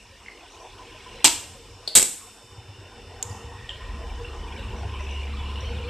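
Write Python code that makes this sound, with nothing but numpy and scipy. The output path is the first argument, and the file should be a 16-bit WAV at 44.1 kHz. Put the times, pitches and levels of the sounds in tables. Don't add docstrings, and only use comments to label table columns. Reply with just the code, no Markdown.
import sys
import numpy as np
from scipy import signal
from scipy.fft import rfft, irfft, next_fast_len
from scipy.io import wavfile
from scipy.ndimage import uniform_filter1d, map_coordinates

SR = 44100
rng = np.random.default_rng(int(sys.argv[2]) if len(sys.argv) > 2 else 0)


def digitize_waveform(pressure):
    field = np.atleast_2d(pressure).T
    bounded = np.clip(field, -1, 1)
    quanta = np.round(bounded * 32767).astype(np.int16)
    wavfile.write(sys.argv[1], SR, quanta)


N = 259868
TIME_S = np.arange(N) / SR


def amp(db):
    return 10 ** (np.asarray(db) / 20)


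def unit(x):
    return x / np.sqrt(np.mean(x ** 2) + 1e-20)


def along(points, hz):
    point_hz, value = np.transpose(points)
    return np.interp(np.log(hz + 1), np.log(point_hz + 1), value)


def curves(rows):
    s, *columns = np.transpose(rows)
    return [np.interp(TIME_S, s, column) for column in columns]


def filtered(x, response):
    m = next_fast_len(N + SR // 2)
    return irfft(rfft(x, m) * response(np.fft.rfftfreq(m, 1 / SR)), m)[..., :N]


def sine(hz):
    return np.sqrt(2) * np.sin(2 * np.pi * hz * TIME_S)


def wobble(knots_per_s):
    knots = rng.standard_normal(60 + int(N * knots_per_s / SR))
    return map_coordinates(knots, [np.arange(N) * knots_per_s / SR])


def rush(spectrum, patchy_db):
    z = signal.stft(rng.standard_normal(N), nperseg=512)[2]
    field = uniform_filter1d(rng.standard_normal(z.shape), size=4, axis=0)
    field = uniform_filter1d(field, size=12, axis=1)
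    noise = signal.istft(z * amp(patchy_db * unit(field)), nperseg=512)[1][:N]
    return unit(filtered(noise, lambda hz: amp(along(spectrum, hz))))


def bubbles(rate, size_db, centre_hz, spread, cycles):
    when, pitch, size = rng.random((int(rate) * 6, 3)).T
    hz = centre_hz * np.exp(spread * (pitch - .5))[:, None]
    t = np.arange(int(8 * cycles * SR / centre_hz)) / SR
    envelope = t * hz * np.exp(-t * hz / cycles)
    gain = amp(-size_db * np.log(size + 0.026))[:, None]
    ring = gain * np.sin(2 * np.pi * hz * t) * envelope
    place = (when * N).astype(int)[:, None] + np.arange(len(t))
    return unit(np.bincount(place.ravel(), ring.ravel(), N + len(t))[:N])


def fracture(bursts, spectrum, spiky_db):
    size = amp(spiky_db * np.repeat(rng.standard_normal(N // 32 + 1), 32)[:N])
    cracks = unit(filtered(size * rng.standard_normal(N), lambda hz: amp(along(spectrum, hz))))
    shape = np.zeros(N)
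    for s, db, hold_s, t60_s in bursts:
        fall_db = 60 * np.clip(TIME_S - s - hold_s, 0, 9) / t60_s
        shape += (TIME_S >= s) * amp(db - fall_db)
    return shape * cracks


def ring_modes(rows, rise_s):
    out, t = np.zeros(N + SR), np.arange(SR // 8) / SR
    for s, db, hz, t60_s in rows:
        swell = amp(-60 * t / t60_s) * (1 - np.exp(-t / rise_s))
        out[round(s * SR):][:len(t)] += amp(db) * swell / swell.max() * np.sin(2 * np.pi * hz * t)
    return out[:N]


# start_s, traffic_db, deep_bass_db
TRAFFIC = [(0.0, -57.5, -59), (0.33, -66.5, -62.5), (0.97, -58, -52), (1.15, -45.5, -53), (1.43, -46, -60),
           (1.79, -61, -51), (1.93, -60.5, -58), (2.34, -63, -65), (2.77, -47.5, -65.5), (3.05, -50, -47),
           (3.2, -51, -53), (3.38, -45.5, -50), (3.72, -51, -45), (3.92, -40.5, -40.5), (5.22, -33.5, -40),
           (5.4, -34.5, -41), (5.89, -33, -39.5)]
# freq_hz, level_db_per_hz
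RUMBLE = [(12, -40), (20, -21.5), (43, 7), (70, -4), (91, -35), (150, -120)]
GROWL = [(41, -32), (70, -2), (99, 2.5), (130, -11), (151, -18), (170, -20), (220, -44.5), (370, -120)]
ROAD = [(120, -18), (160, -0.5), (215, 13), (260, 2), (320, -1.5), (380, -38)]
# offset_db, growth_db_per_db, drift_db
GROWL_LAW = (-0.74, 0.64, 1.5)
ROAD_LAW = (-11, 0.6, 2.05)
RUMBLE_DRIFT_DB = 2


def traffic():
    level_db, deep_db = curves(TRAFFIC)
    mean_db = level_db.mean()
    out = amp(deep_db + RUMBLE_DRIFT_DB * wobble(8)) * rush(RUMBLE, patchy_db=2.0)
    for colour, (offset_db, growth, drift_db) in [(GROWL, GROWL_LAW), (ROAD, ROAD_LAW)]:
        band_db = mean_db + offset_db + growth * (level_db - mean_db) + drift_db * wobble(4.5)
        out += amp(band_db) * rush(colour, patchy_db=2.5)
    return out


# start_s, level_db
WHIRR_DB = [(0.0, -57), (0.82, -51), (1.33, -53), (1.69, -56), (2.0, -55), (2.41, -55), (2.79, -51.5),
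            (3.25, -48), (3.72, -49), (4.05, -45.5), (5.43, -45.5), (5.89, -46)]
# freq_hz, level_db_per_hz
WHIRR = [(200, -20), (340, -4.5), (434, -6.5), (473, -6.5), (571, -11.5), (938, -4.5), (1020, -6),
         (1180, -12), (1900, -18.5), (2470, -34), (4180, -120)]
# freq_hz, level_db_re_whirr
HUM = [(275, -15), (382, -12.5)]


def fan():
    motor = sum(amp(db) * sine(hz) for hz, db in HUM)
    return amp(curves(WHIRR_DB)[0]) * (rush(WHIRR, patchy_db=3.5) + motor)


# freq_hz, width_hz, level_db_re_whirr
TONES = [(474, 15.6, -10.5), (1024, 32, -12), (1527, 70, -24), (1860, 62, -16.5), (2350, 67, -29),
         (3014, 42, -13)]
# peak_s, tone_hz, rms_db, length_s
FLARES = [(1.138, 473, -54, 0.16), (1.6, 473, -58, 0.26), (0.606, 1005, -56, 0.096),
          (0.807, 1005, -47.5, 0.05), (1.123, 3000, -55, 0.11), (4.443, 1005, -53, 0.14),
          (4.57, 1500, -53, 0.12), (4.96, 1005, -50, 0.16), (5.21, 1005, -54, .12),
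          (5.298, 2320, -58, 0.46), (1.904, 473, -58.5, 0.36), (3.305, 473, -57, 0.55),
          (3.652, 1850, -56.5, 0.73), (3.928, 1005, -50.5, 0.26), (4.24, 473, -43, 0.094),
          (4.048, 473, -44.5, 0.056), (4.621, 473, -44, 0.052), (4.745, 473, -45, 0.071),
          (5.57, 1005, -49.5, 0.34), (5.85, 473, -44.5, 0.32)]
FLICKER_DB, FLICKERS_PER_S = 3, 14
FLUTTER_DB, FLUTTERS_PER_S = 2.5, 25


def fuzzy_tones():
    whirr_db = curves(WHIRR_DB)[0]
    out = np.zeros(N)
    for hz, width_hz, db in TONES:
        line = unit(filtered(rng.standard_normal(N), lambda f: width_hz ** 2 / (width_hz ** 2 + (f - hz) ** 2)))
        flares = np.zeros(N)
        for s, tone_hz, top_db, length_s in FLARES:
            if abs(np.log(tone_hz / hz)) < np.log(11 / 10):
                flares += amp(top_db) * np.exp(-(2 * (TIME_S - s) / length_s) ** 2)
        steady = amp(whirr_db + db + FLICKER_DB * wobble(FLICKERS_PER_S))
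        out += (steady + flares * amp(FLUTTER_DB * wobble(FLUTTERS_PER_S))) * line
    return out


# freq_hz, rms_db at WHINE_ON_S, change_db_per_s
WHINES = [(3001, -68, 0), (3503, -70, 0), (3602, -62.5, -.2), (4802, -74, 0), (5302, -65, -.7),
          (5403, -65, -1.4)]
WHINE_ON_S, WHINE_IDLE_DB, WHINE_WAVER_DB = 1.25, -12, 1.8


def whines():
    power_db = np.where(TIME_S < WHINE_ON_S, WHINE_IDLE_DB, 0)
    out = np.zeros(N)
    for hz, db, change_db_per_s in WHINES:
        waver_db = WHINE_WAVER_DB * (wobble(3) + wobble(20))
        out += amp(db + change_db_per_s * (TIME_S - WHINE_ON_S) + power_db + waver_db) * sine(hz)
    return out


SIMMER_DB = -7


def simmer():
    low = bubbles(rate=60, size_db=5.0, centre_hz=743.0, spread=1.306, cycles=4.7)
    return amp(curves(WHIRR_DB)[0] + SIMMER_DB) * low


# start_s, level_db
FRYING_DB = [(0.0, -56.5), (1.33, -47), (1.62, -56.5), (1.87, -55), (2.03, -49), (2.36, -58.5), (2.58, -58),
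             (3.62, -53), (3.74, -49), (4.05, -52.5), (5.28, -47), (5.89, -44)]
# freq_hz, level_db_per_hz
SIZZLE = [(880, -31), (1500, -2), (1660, -6), (2150, -7.5), (2800, 5), (3160, -8), (3490, -4), (3780, -5.5),
          (4600, -12), (5980, -48), (10100, -120)]
SPLUTTER_FROM_S, SPLUTTER_DB = 3.7, -8


def frying():
    fine = bubbles(rate=300, size_db=3, centre_hz=2750, spread=.5, cycles=5)
    sizzle = unit(rush(SIZZLE, patchy_db=3.5) + amp(-3.5) * fine)
    wet = np.clip((TIME_S - SPLUTTER_FROM_S) / .2, 0, 1)
    clumps = amp(SPLUTTER_DB + 5 * wobble(10))
    splutter = wet * clumps * bubbles(rate=90, size_db=3.5, centre_hz=2735, spread=.45, cycles=8)
    return amp(curves(FRYING_DB)[0]) * (sizzle + splutter)


# start_s, level_db
HISS_DB = [(0, -59), (1.2, -56.5), (2.6, -60), (4, -57.5), (5.89, -57)]
# freq_hz, level_db_per_hz
HISS = [(2350, -35), (4000, -6), (4490, -7.5), (5510, 0.5), (5910, -5), (6560, -8.5), (8170, -4.5),
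        (9350, -13.5), (12600, -22), (13200, -16)]
FIZZ_DB = -10


def hiss():
    fizz_gain = amp(FIZZ_DB + 2.5 * wobble(7))
    fizz = fizz_gain * bubbles(rate=120, size_db=2, centre_hz=5600, spread=.4, cycles=14)
    return amp(curves(HISS_DB)[0]) * (rush(HISS, patchy_db=1.6) + fizz)


# start_s, peak_db, pitch_hz, t60_s
TICKS = [(.2615, -35, 2130, 0.0099), (0.283, -29.5, 2105, 0.023), (1.062, -38.5, 1005, 0.16),
         (1.255, -27.5, 315, 0.1), (1.246, -21.5, 960, .05), (1.876, -18, 4440, 0.014),
         (3.693, -21, 3170, 0.0088), (3.694, -41.5, 7200, 0.0043), (3.707, -32.5, 2890, 0.02)]


def ticks():
    return ring_modes(TICKS, rise_s=0.00057)


# start_s, peak_db, pitch_hz
SPITS = [(.405, -58, 5355), (.503, -47.5, 5840), (.52, -50.5, 6630), (.6, -51, 5640), (.615, -51, 6050),
         (0.696, -58, 4970), (.81, -57.5, 5140), (.86, -56, 5370), (4.995, -42, 2030), (5.09, -36.5, 2903),
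         (5.125, -37, 2730), (5.185, -42, 2780), (5.277, -41, 2080), (5.393, -41, 2330),
         (4.246, -34.5, 2740), (4.591, -36.5, 2783), (4.683, -38.5, 2748), (4.764, -46, 5770),
         (4.937, -39.5, 3004), (5.0048, -46, 5770), (5.006, -37.5, 2700), (5.066, -34.5, 2610),
         (5.109, -46.5, 5920), (5.149, -33, 2810), (5.171, -35.5, 2860), (5.2332, -37, 2350),
         (5.37, -39, 3370), (5.4568, -34.5, 2866), (5.556, -34.5, 2907), (5.605, -42, 5670),
         (5.647, -34.5, 3044), (5.839, -35.5, 2420)]
SPIT_T60_S, SPIT_RISE_S = 0.02, .002
SPRAY_S, SPRAY_PITCH_RATIO, SPRAY_DB = .05, 0.045, -7.5


def spits():
    pops = [(s, db, hz, SPIT_T60_S) for s, db, hz in SPITS]
    drops = []
    for s, db, hz in SPITS:
        for u, v in rng.random((4, 2)):
            drop_hz = hz * (1 + SPRAY_PITCH_RATIO * (2 * v - 1))
            drops.append((s + SPRAY_S * u, db + SPRAY_DB, drop_hz, SPIT_T60_S))
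    return ring_modes(pops + drops, rise_s=SPIT_RISE_S)


# start_s, crackle_db, plateau_s, t60_s
KNOCKS = [(1.2438, -11.5, 0.0006, .012), (1.244, -7.5, 0.009, 0.065), (1.2525, -12, .001, .012),
          (1.2585, -12.5, .001, .012), (1.2675, -16, .001, .012), (1.274, -16.5, .001, .012),
          (1.2795, -23, .001, .012)]
# freq_hz, level_db_per_hz
KNOCK = [(35, -46.5), (60, -20.5), (185, -19), (319, -6.5), (470, -19.5), (921, -5.5), (1620, -12.5),
         (2320, -2.5), (4180, -1.5), (5400, -5.5), (6900, 0.5), (8030, 1), (9000, -3.5), (10000, -16.5),
         (13200, -13)]


def knock():
    return fracture(KNOCKS, KNOCK, spiky_db=4.5)


# start_s, crackle_db, plateau_s, t60_s
PRISES = [(1.876, -25.5, .003, 0.035)]
# freq_hz, level_db_per_hz
PRISE = [(180, -47.5), (300, -19.5), (522, -11), (788, -19.5), (953, -40.5), (1100, -33), (1690, -29.5),
         (2350, -30), (2540, -27), (3380, -5.5), (4290, -4), (5610, -36.5), (8340, -23), (12400, -36),
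         (13200, -44)]


def prise():
    return fracture(PRISES, PRISE, spiky_db=5.5)


# start_s, crackle_db, plateau_s, t60_s
SPLITS = [(1.952, -9.5, 0.018, 0.094)]
# start_s, crackle_db
SNAPS = [(1.9535, -8), (1.9635, -10), (1.9695, -12), (1.9748, -6), (1.9806, -7), (1.9855, -12),
         (1.9965, -13), (2.0195, -16), (2.0272, -10)]
# freq_hz, level_db_per_hz
SPLIT = [(18, -48.5), (30, -9), (135, -25), (250, -10.5), (500, -16.5), (1170, -19.5), (2400, -16.5),
         (3990, -10.5), (5410, -17), (6900, -6), (8140, 0.5), (9000, -7), (10000, -17), (11500, -16.5),
         (13200, -20.5)]


def split():
    snaps = [(s, db, .0008, .012) for s, db in SNAPS]  # plateau_s, t60_s
    return fracture(SPLITS, SPLIT, spiky_db=4.5) + fracture(snaps, SPLIT, spiky_db=-2.5)


# start_s, level_db, pitch_hz
THUMPS = [(2.439, -46.5, 111), (2.517, -40, 89), (2.58, -35, 97), (2.687, -35, 95), (2.784, -37, 99),
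          (3.251, -35.5, 91), (3.302, -31, 96), (3.442, -32.5, 84)]


def thumps():
    out, t = np.zeros(N + SR), np.arange(SR // 5) / SR
    envelope = np.e * t / 0.0096 * np.exp(-t / 0.0094)
    for s, db, hz in THUMPS:
        out[round(s * SR):][:len(t)] += amp(db) * envelope * np.sin(2 * np.pi * hz * t)
    return out[:N]


# start_s, level_db
CLICKS = [(3.2274, -5), (3.2298, -16), (3.2303, -17), (3.2325, -23), (3.2342, -24)]
# freq_hz, level_db_per_hz
CLICK = [(300, -19), (1500, -31), (3200, -9), (4500, -14.5), (5600, -13.5), (7000, 6), (8500, -7),
         (9500, -18), (11300, -15), (13200, -23.5)]


def clicks():
    colour = lambda hz: amp(along(CLICK, hz))
    blows = np.zeros(N)
    for s, db in CLICKS:
        blows[round(s * SR)] = amp(db)
    return filtered(blows, colour) / np.mean(colour(np.linspace(0, SR / 2, num=999)))


# start_s, crackle_db, plateau_s, t60_s
TEAR = [(3.235, -53.5, 0.096, 0.6)]
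# freq_hz, level_db_per_hz
RIP = [(2000, -40), (4100, -22), (5320, -6), (6300, -2), (7300, 0), (9330, -12), (13200, -19)]


def tear():
    return fracture(TEAR, RIP, spiky_db=4.0)


# start_s, pitch_hz, rms_db
DRONE = [(3.7, 69.9, -46), (4.1, 69.7, -39), (4.4, 70.18, -44.5), (4.8, 70.14, -35), (5.3, 70.3, -31),
         (5.6, 69.8, -32), (5.89, 70.6, -37)]


def engine():
    hz, db = curves(DRONE)
    fade = np.clip((TIME_S - DRONE[0][0]) / 0.082, 0, 1)
    return np.sqrt(2) * fade * amp(db) * np.sin(2 * np.pi * np.cumsum(hz) / SR)


# freq_hz, t60_s
KITCHEN = [(200, 0.38), (1500, 0.39), (4500, 0.34), (8000, 0.37), (13000, 0.38)]


def kitchen(x):
    hz, t, z = signal.stft(rng.standard_normal(SR), SR, nperseg=256)
    fall_db = -60 * t / along(KITCHEN, hz)[:, None]
    tail = signal.istft(z * (amp(fall_db) + amp(0.31 * fall_db - 22.0)), SR, nperseg=256)[1]
    delayed = np.pad(x, (100, 0))
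    return signal.fftconvolve(delayed, tail / np.linalg.norm(tail))[:N]


WIDE_HZ = 4300


def widen(x):
    _, _, z = signal.stft(x, SR, nperseg=128)
    random_phase = np.exp(2j * np.pi * rng.random(z.shape))
    scrambled = signal.istft(z * random_phase, SR, nperseg=128)[1][:N]
    late = np.pad(scrambled, (128, 0))[:N]
    side = amp(-4.0) * filtered(late, lambda hz: hz > WIDE_HZ)
    return np.array([x + side, x - side])


def scene():
    knocked, opened, click = knock(), split(), clicks()
    small = ticks() + prise() + spits() + tear()
    room = amp(-7.0) * kitchen(knocked) + amp(-6.5) * kitchen(opened)
    room += amp(-2.0) * kitchen(small) + amp(-12) * kitchen(click)
    cooker = fan() + fuzzy_tones() + whines()
    pan = simmer() + frying() + hiss()
    outside = traffic() + engine()
    direct = knocked + opened + click + small
    return np.tile(direct + room + cooker + pan + outside + thumps(), (2, 1))


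TOP_HZ = 13250


def record(dry):
    clipped = dry[0] / (1 + np.abs(dry[0]) ** 8) ** (1 / 8)
    return filtered(widen(clipped), lambda hz: np.clip((TOP_HZ - hz) / 250 + .5, 0, 1) ** 2)


dry = scene()
out = record(dry)
digitize_waveform(out)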